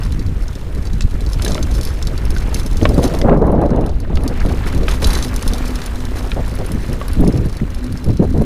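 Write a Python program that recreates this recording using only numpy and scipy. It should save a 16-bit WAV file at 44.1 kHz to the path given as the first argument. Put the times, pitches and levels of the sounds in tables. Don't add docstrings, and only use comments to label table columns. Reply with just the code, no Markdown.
import sys
import numpy as np
from scipy import signal
from scipy.io import wavfile
from scipy.ndimage import uniform_filter1d

SR = 44100
rng = np.random.default_rng(int(sys.argv[2]) if len(sys.argv) > 2 else 0)


def bounce(signal):
    frames = np.transpose(np.atleast_2d(signal))
    limited = np.clip(frames, -1, 1)
    pcm = np.round(limited * 32767).astype(np.int16)
    wavfile.write(sys.argv[1], SR, pcm)


N = 372644

# t/s, length/s, crunch level/dB
GRAVEL_PATCHES = [(1.411, 0.12, -33.5), (1.718, 0.177, -41), (2.52, 0.078, -34.5), (3.021, 0.034, -27),
                  (4.662, 0.018, -25), (4.881, 0.062, -28), (5.013, .17, -25), (5.195, 0.058, -32.5),
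                  (6.151, 0.042, -30.5)]
GRAVEL_RISE_S, GRAVEL_FALL_S, GRAVEL_HISS_DB = .0074, .015, -7.5
# f/Hz, relative level/dB, t60/s
METAL_MODES = [(3600, -4, .025), (4010, -4, .05), (4570, -3, .035), (5285, -2, .04), (6235, -4, .035),
               (7300, -8, .02), (9610, -7, .04), (10400, -5, .022), (13000, -12, .02)]


def amp(db):
    return 10 ** (np.asarray(db) / 20)


def unit_rms(x):
    return x / np.sqrt(np.mean(x ** 2) + 1e-20)


def spectrum_db(points, hz):
    f, db = np.transpose(points)
    return np.interp(np.log(hz + 1), np.log(f + 1), db)


def level_curve(table, column=1):
    rows = np.array(table)
    return amp(np.interp(np.arange(N) / SR, rows[:, 0], rows[:, column]))


def envelope(start, length, rise, fall):
    t = np.arange(N) / SR - start
    return np.clip(t / rise, 0, 1) * np.exp(-np.maximum(t - length, 0) / fall)


def add(mix, start, sound):
    part = mix[round(start * SR):][:len(sound)]
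    part += sound[:len(part)]


def bandpass(x, low_hz, high_hz):
    return signal.sosfilt(signal.butter(3, [low_hz, high_hz], "bandpass", fs=SR, output="sos"), x)


def resonant_noise(hz, width_hz):
    r = np.exp(-np.pi * width_hz / SR)
    feedback = [1, -2 * r * np.cos(2 * np.pi * hz / SR), r * r]
    return unit_rms(signal.lfilter([1], feedback, rng.standard_normal(N)))


def rough_noise(colour, size, patchy_db, flicker_db, stretch=lambda t: 1):
    hop = size // 4
    frames, bins = N // hop + 5, size // 2 + 1
    hz, t = np.fft.rfftfreq(size, 1 / SR), np.arange(frames) * hop / SR
    real, imag, patches = rng.standard_normal((frames, bins, 3)).T
    patches = unit_rms(uniform_filter1d(uniform_filter1d(patches, size=6, axis=0), size=8, axis=1))
    flicker = unit_rms(uniform_filter1d(rng.standard_normal(frames), size=3))
    gain = amp(spectrum_db(colour, hz[:, None] / stretch(t)) + patchy_db * patches + flicker_db * flicker)
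    gain /= np.sqrt(uniform_filter1d((gain ** 2).mean(0), size=40))
    return unit_rms(signal.istft((real + 1j * imag) * gain, nperseg=size, noverlap=size - hop)[1][:N])


def wind():
    # t/s, rumble level/dB
    airflow = [(0, -13.5), (.6, -19.5), (1.75, -13), (1.95, -17.5), (2.7, -14), (3.5, -16), (4.9, -13.5),
               (5.6, -16.5), (5.75, -20), (6.3, -17), (7.3, -20), (7.7, -21), (8.45, -18.5)]
    # t/s, length/s, buffet level/dB, share of fine eddies/dB
    gusts = [(0, 0.07, -28, -28), (0.104, 0.22, -21.5, -20), (0.266, 0.039, -27.5, -18),
             (0.736, 0.053, -23, -13), (0.899, 0.057, -15, -21.5), (1.015, 0.032, -10.5, -27),
             (1.273, 0.025, -25, -19), (1.435, 0.16, -22.5, -6.5), (1.734, 0.061, -29, -15),
             (2.049, 0.081, -23.5, -10.5), (2.267, 0.087, -23.5, -14), (2.808, 0.15, -13.5, -8),
             (2.972, 0.022, -9, -6), (3.024, 0.047, -14, -2.5), (3.106, 0.16, -19.5, -4),
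             (3.234, 0.059, -12.5, -2), (3.268, 0.064, -9, -1), (3.345, 0.32, -12.5, -3),
             (3.686, 0.091, -17.5, 0.5), (3.713, 0.15, -18, -1.5), (4.091, 0.13, -24.5, -1.5),
             (4.222, 0.088, -22.5, -1), (4.44, 0.062, -19.5, -4.5), (4.73, .09, -18.5, -8),
             (5.004, 0.059, -21, -9), (5.436, 0.16, -34, 9), (6.165, 0.13, -31, -3),
             (6.358, 0.015, -14.5, -2.5), (6.58, 0.04, -24.5, -5), (6.684, 0.086, -18, -14.5),
             (6.881, 0.054, -16, -10.5), (7.16, 0.051, -14.5, -15), (7.186, .1, -8.5, -11),
             (7.329, 0.084, -14.5, -13.5), (7.446, 0.016, -17, -10), (7.602, 0.034, -16, -15.5),
             (7.882, 0.039, -18, -15), (8.061, 0.049, -6.5, -15), (8.189, 0.019, -12, -10),
             (8.216, 0.018, -9, -6.5), (8.24, 0.073, -17, -17), (8.339, 0.028, -10, -8.5),
             (8.375, 0.041, -10.5, -9.5)]
    # f/Hz, relative level/dB
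    rumble_colour = [(7.1, -26), (12, 2), (40, 2.5), (88, -7.5), (242, -30), (277, -28.5), (300, -62),
                     (390, -69), (660, -120)]
    # f/Hz, relative level/dB
    eddy_colour = [(60, -11), (170, -0.5), (400, -4.5), (800, -10.5), (1500, -26), (3500, -51),
                   (7000, -72.5)]
    calm_db, calm_fine_db = -14.5, -6.5
    steady_power = level_curve(airflow) ** 2
    gust_powers = np.array([(amp(db) * envelope(start, length, rise=.01, fall=.027)) ** 2
                            for start, length, db, _ in gusts])
    calm_power = steady_power * amp(calm_db) ** 2
    buffet_power = calm_power + gust_powers.sum(0)
    rumble_power = steady_power + amp(-7.5) ** 2 * gust_powers.sum(0)
    fine_db = (calm_fine_db * calm_power + np.array(gusts)[:, 3] @ gust_powers) / buffet_power
    rumble = rough_noise(rumble_colour, size=2048, patchy_db=0, flicker_db=2)
    buffet = rough_noise(eddy_colour, size=512, patchy_db=2.5, flicker_db=2.5,
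                         stretch=lambda t: amp(.65 * np.interp(t, np.arange(N) / SR, fine_db)))
    return np.sqrt(rumble_power) * rumble + np.sqrt(buffet_power) * buffet


def ground_levels():
    # t/s, crunch level/dB, grit and leaf hiss level/dB
    dirt = [(0, -32.5, -43), (.22, -40, -44.5), (1.1, -40.5, -43), (1.6, -35, -39), (2.2, -36, -42.5),
            (2.5, -32, -39.5), (2.85, -44, -37.5), (3.15, -30, -36.5), (3.32, -61, -50.5),
            (3.6, -41, -55.5), (4.18, -40.5, -48.5), (4.45, -28.5, -40), (5, -35.5, -38.5),
            (5.6, -30, -35.5), (6.05, -35, -39.5), (7.05, -33.5, -40), (7.5, -36.5, -44),
            (8.45, -40, -46.5)]
    gravel_power = sum((amp(db) * envelope(start, length, GRAVEL_RISE_S, GRAVEL_FALL_S)) ** 2
                       for start, length, db in GRAVEL_PATCHES)
    crunch_level = np.sqrt(level_curve(dirt, column=1) ** 2 + gravel_power)
    hiss_level = np.sqrt(level_curve(dirt, column=2) ** 2 + amp(GRAVEL_HISS_DB) ** 2 * gravel_power)
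    return crunch_level, hiss_level


def grit():
    cracks_per_s, pitches_hz = 500, np.geomspace(900, 4500, 8)
    cracks = amp(3.2 * np.minimum(rng.exponential(1, N), 4)) * (rng.random(N) < cracks_per_s / SR)
    kind = rng.integers(0, 8, N)
    cycles = np.arange(300) / SR * pitches_hz[:, None]
    grains = np.sin(2 * np.pi * cycles) * cycles * np.exp(-cycles / .84)
    return unit_rms(sum(signal.oaconvolve(cracks * (kind == k), grain)[:N]
                        for k, grain in enumerate(grains)))


def tyres():
    # f/Hz, relative level/dB
    crunch_colour = [(300, 10.5), (700, -0.5), (1500, -1.5), (2500, -7), (4000, -18.5), (7000, -68.5)]
    # f/Hz, relative level/dB
    hiss_colour = [(1500, 9.5), (3500, 0.5), (6500, -2.5), (8500, -4), (11000, -8.5), (15500, -9)]
    # t/s, level/dB
    tread_hum = [(0, -51), (4.9, -35), (5.2, -28.5), (6, -33.5), (6.3, -36), (7.6, -43), (7.85, -27),
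                 (8.05, -33), (8.45, -22)]
    crunch_level, hiss_level = ground_levels()
    crunch = rough_noise(crunch_colour, size=256, patchy_db=4, flicker_db=3.5)
    hiss = rough_noise(hiss_colour, size=256, patchy_db=1.5, flicker_db=2)
    crunch += amp(-9.5) * grit()
    hum = level_curve(tread_hum) * resonant_noise(hz=249.3, width_hz=5.3)
    return crunch_level * crunch + hiss_level * hiss + hum


def brake():
    # t/s, level of the stronger resonance/dB
    pad_rub = [(0, -66), (4.7, -64), (5.5, -61), (7.3, -58), (7.8, -60), (8.15, -55.5), (8.45, -58)]
    disc = resonant_noise(hz=4074, width_hz=72) + amp(-7) * resonant_noise(hz=3660, width_hz=51)
    return level_curve(pad_rub) * disc


def link_tick(centre_hz, treble_db, white):
    t = np.arange(len(white)) / SR
    hz, db, t60 = np.transpose(METAL_MODES)[..., None]
    near_db = -np.minimum(30 * abs(np.log2(hz / centre_hz)), 9)
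    weight_db = db + .7 * white[:len(hz), None] + np.where(hz > 8000, treble_db + 10, near_db)
    detune = 1 + .005 * white[-len(hz):, None]
    ring = (amp(weight_db - 60 * t / t60) * np.sin(2 * np.pi * hz * detune * t)).sum(0)
    crack = bandpass(white, 3400, 7000) + amp(treble_db + 10.5) * bandpass(white, 9000, 12500)
    crack_decay = amp(6 - 60 * t / .008) + amp(-5 - 60 * t / .06)
    sound = ring + crack_decay * crack
    return sound / abs(sound).max()


def chain():
    # t/s, peak level/dB, favoured ring f/Hz
    strikes = [(0.0344, -22.5, 5300), (0.1224, -23.5, 4010), (0.194, -24, 4570), (0.264, -27, 4550),
               (0.4812, -24.5, 5280), (0.5533, -25.5, 5100), (0.8535, -26, 4530), (0.871, -24, 4540),
               (0.9323, -26, 3950), (1.0204, -18.5, 4560), (1.2065, -22, 3620), (1.264, -21, 4550),
               (1.3324, -16.5, 5280), (1.4215, -13.5, 6400), (1.4486, -9, 3990), (1.4804, -12.5, 6220),
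               (1.5196, -12.5, 4000), (1.5462, -12, 3500), (1.6277, -14, 6220), (1.714, -26, 3600),
               (1.75, -20.5, 3640), (1.8116, -17, 4570), (1.8324, -17, 4570), (1.8512, -16, 5800),
               (1.8727, -21, 4530), (2.026, -15, 5610), (2.0712, -14.5, 4560), (2.1776, -20, 4560),
               (2.2528, -22.5, 5300), (2.3047, -19, 5300), (2.383, -20.5, 3300), (2.5445, -9.5, 6240),
               (2.597, -18, 5260), (2.663, -18.5, 6030), (2.7703, -18, 6270), (2.83, -15, 6300),
               (2.89, -17, 5290), (2.9442, -24, 4360), (2.9804, -18.5, 3740), (3.0403, -12.5, 6230),
               (3.149, -22, 3460), (3.1885, -18.5, 3300), (3.3734, -35, 3530), (3.468, -33, 3980),
               (3.518, -30, 3640), (3.6147, -29, 4010), (3.6603, -31, 4010), (3.705, -29, 4590),
               (3.7614, -29, 3680), (3.8102, -29.5, 3540), (3.8626, -26, 3760), (3.894, -27, 4550),
               (4.002, -27, 4540), (4.155, -21, 4650), (4.2358, -21.5, 4550), (4.278, -14.5, 4570),
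               (4.4025, -23, 4570), (4.4617, -21, 4040), (4.676, -27, 5300), (4.8329, -22, 4000),
               (4.8893, -25, 4600), (4.9127, -13, 4010), (5.0442, -5, 4010), (5.0704, -12, 3470),
               (5.1047, -14.5, 4000), (5.1324, -12, 4010), (5.1524, -13, 4090), (5.2255, -13, 6240),
               (5.248, -18, 3420), (5.3413, -23, 5270), (5.362, -14.5, 6290), (5.4257, -15, 5290),
               (5.478, -10.5, 5300), (5.5348, -13.5, 3660), (5.6805, -24, 5260), (5.7564, -17, 5280),
               (5.8178, -20.5, 3640), (5.861, -18, 5260), (6.0057, -25, 3600), (6.052, -22, 3570),
               (6.4796, -25, 5300), (6.553, -26, 4030), (6.6638, -24, 5310), (6.7186, -20, 5290),
               (6.93, -21, 5250), (7.0808, -23, 3990), (7.1324, -22, 4520), (7.2075, -24, 3460),
               (7.2767, -18, 5260), (7.3247, -24, 5280), (7.375, -24.5, 5230), (7.459, -28, 5230),
               (7.4954, -28, 5280), (7.5275, -25.5, 4270), (7.551, -33, 4580), (7.569, -24.5, 4610),
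               (7.746, -25, 5270), (7.7866, -33, 4030), (7.8427, -25.5, 4030), (7.9244, -23.5, 4560),
               (7.974, -25, 5290), (8.043, -23.5, 5320), (8.1045, -28, 5190), (8.171, -26, 4570),
               (8.4193, -26, 3590)]
    # t/s, relative level/dB
    brightness = [(0, -17), (1.3, -28.5), (2.1, -13.5), (4.4, -15.5), (5.1, -13), (7.1, -10.5), (8.45, -15)]
    treble_spread_db, patter_per_s, gravel_extra_per_s = 6, 55, 220
    out = np.zeros(N)
    for (start, db, hz), white in zip(strikes, rng.standard_normal((len(strikes), 3000))):
        treble_db = np.interp(start, *np.transpose(brightness)) + treble_spread_db * white[1500]
        add(out, start, amp(db) * link_tick(hz, treble_db, white))
    _, hiss_level = ground_levels()
    patter = hiss_level * amp(4 + 3.3 * np.minimum(rng.exponential(1, N), 3))
    on_gravel = sum(envelope(start, length, GRAVEL_RISE_S, GRAVEL_FALL_S)
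                    for start, length, _ in GRAVEL_PATCHES)
    patter *= rng.random(N) < (patter_per_s + gravel_extra_per_s * on_gravel) / SR
    kind = rng.integers(0, 14, N)
    for k, white in enumerate(rng.standard_normal((14, 3000))):
        tick = link_tick(centre_hz=METAL_MODES[k % 5][0], treble_db=-14.5, white=white)
        out += signal.oaconvolve(patter * (kind == k), tick)[:N]
    return out


def frame_knocks():
    # t/s, peak level/dB, ring f/Hz, thud re ring/dB, crack re ring/dB
    bumps = [(1.008, -14.5, 2620, -10, 6), (1.396, -17.5, 1370, -6, 1), (1.4623, -12, 1690, 2, 3),
             (1.5534, -12.5, 1000, 5, 1), (1.579, -12, 1340, 6, -1), (2.3645, -16, 1510, -6, -4),
             (2.814, -19, 1270, -6, 3), (2.8537, 3, 1090, 9, 5.5), (3.215, -11.5, 2040, -12, 4),
             (3.2949, -11, 1010, -6, 1), (4.1717, -17.5, 1290, -12, 7), (4.882, -6, 1266, -12, 3),
             (5.023, -11, 1150, -8, 6), (6.317, -11.5, 1360, -14, 4), (7.014, -14, 1130, 0, -7)]
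    thud_hz, thud_t60_s, ring_t60_s = 600, .025, .04
    out, t = np.zeros(N), np.arange(3000) / SR
    thud = amp(-60 * t / thud_t60_s) * np.sin(2 * np.pi * thud_hz * t)
    crack_decay = amp(-60 * t / .016) + amp(-17 - 60 * t / .07)
    for start, db, hz, thud_db, crack_db in bumps:
        crack = unit_rms(bandpass(rng.standard_normal(len(t)), .4 * hz, 2.6 * hz))
        ring = amp(-60 * t / ring_t60_s) * np.sin(2 * np.pi * hz * t)
        sound = amp(thud_db) * thud + ring + amp(crack_db) * crack_decay * crack
        add(out, start, amp(db) * sound / abs(sound).max())
    return out


def scene():
    return (wind() + tyres() + brake() + chain() + frame_knocks())[None]


def record(dry):
    ceiling, cutoff_hz = .97, 15450
    rounded = dry / (1 + (dry / ceiling) ** 4) ** .25
    lowpass = signal.firwin(255, cutoff_hz, window=("kaiser", 7), fs=SR)
    return signal.oaconvolve(rounded, lowpass[None], "same")


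dry = scene()
out = record(dry)
bounce(out)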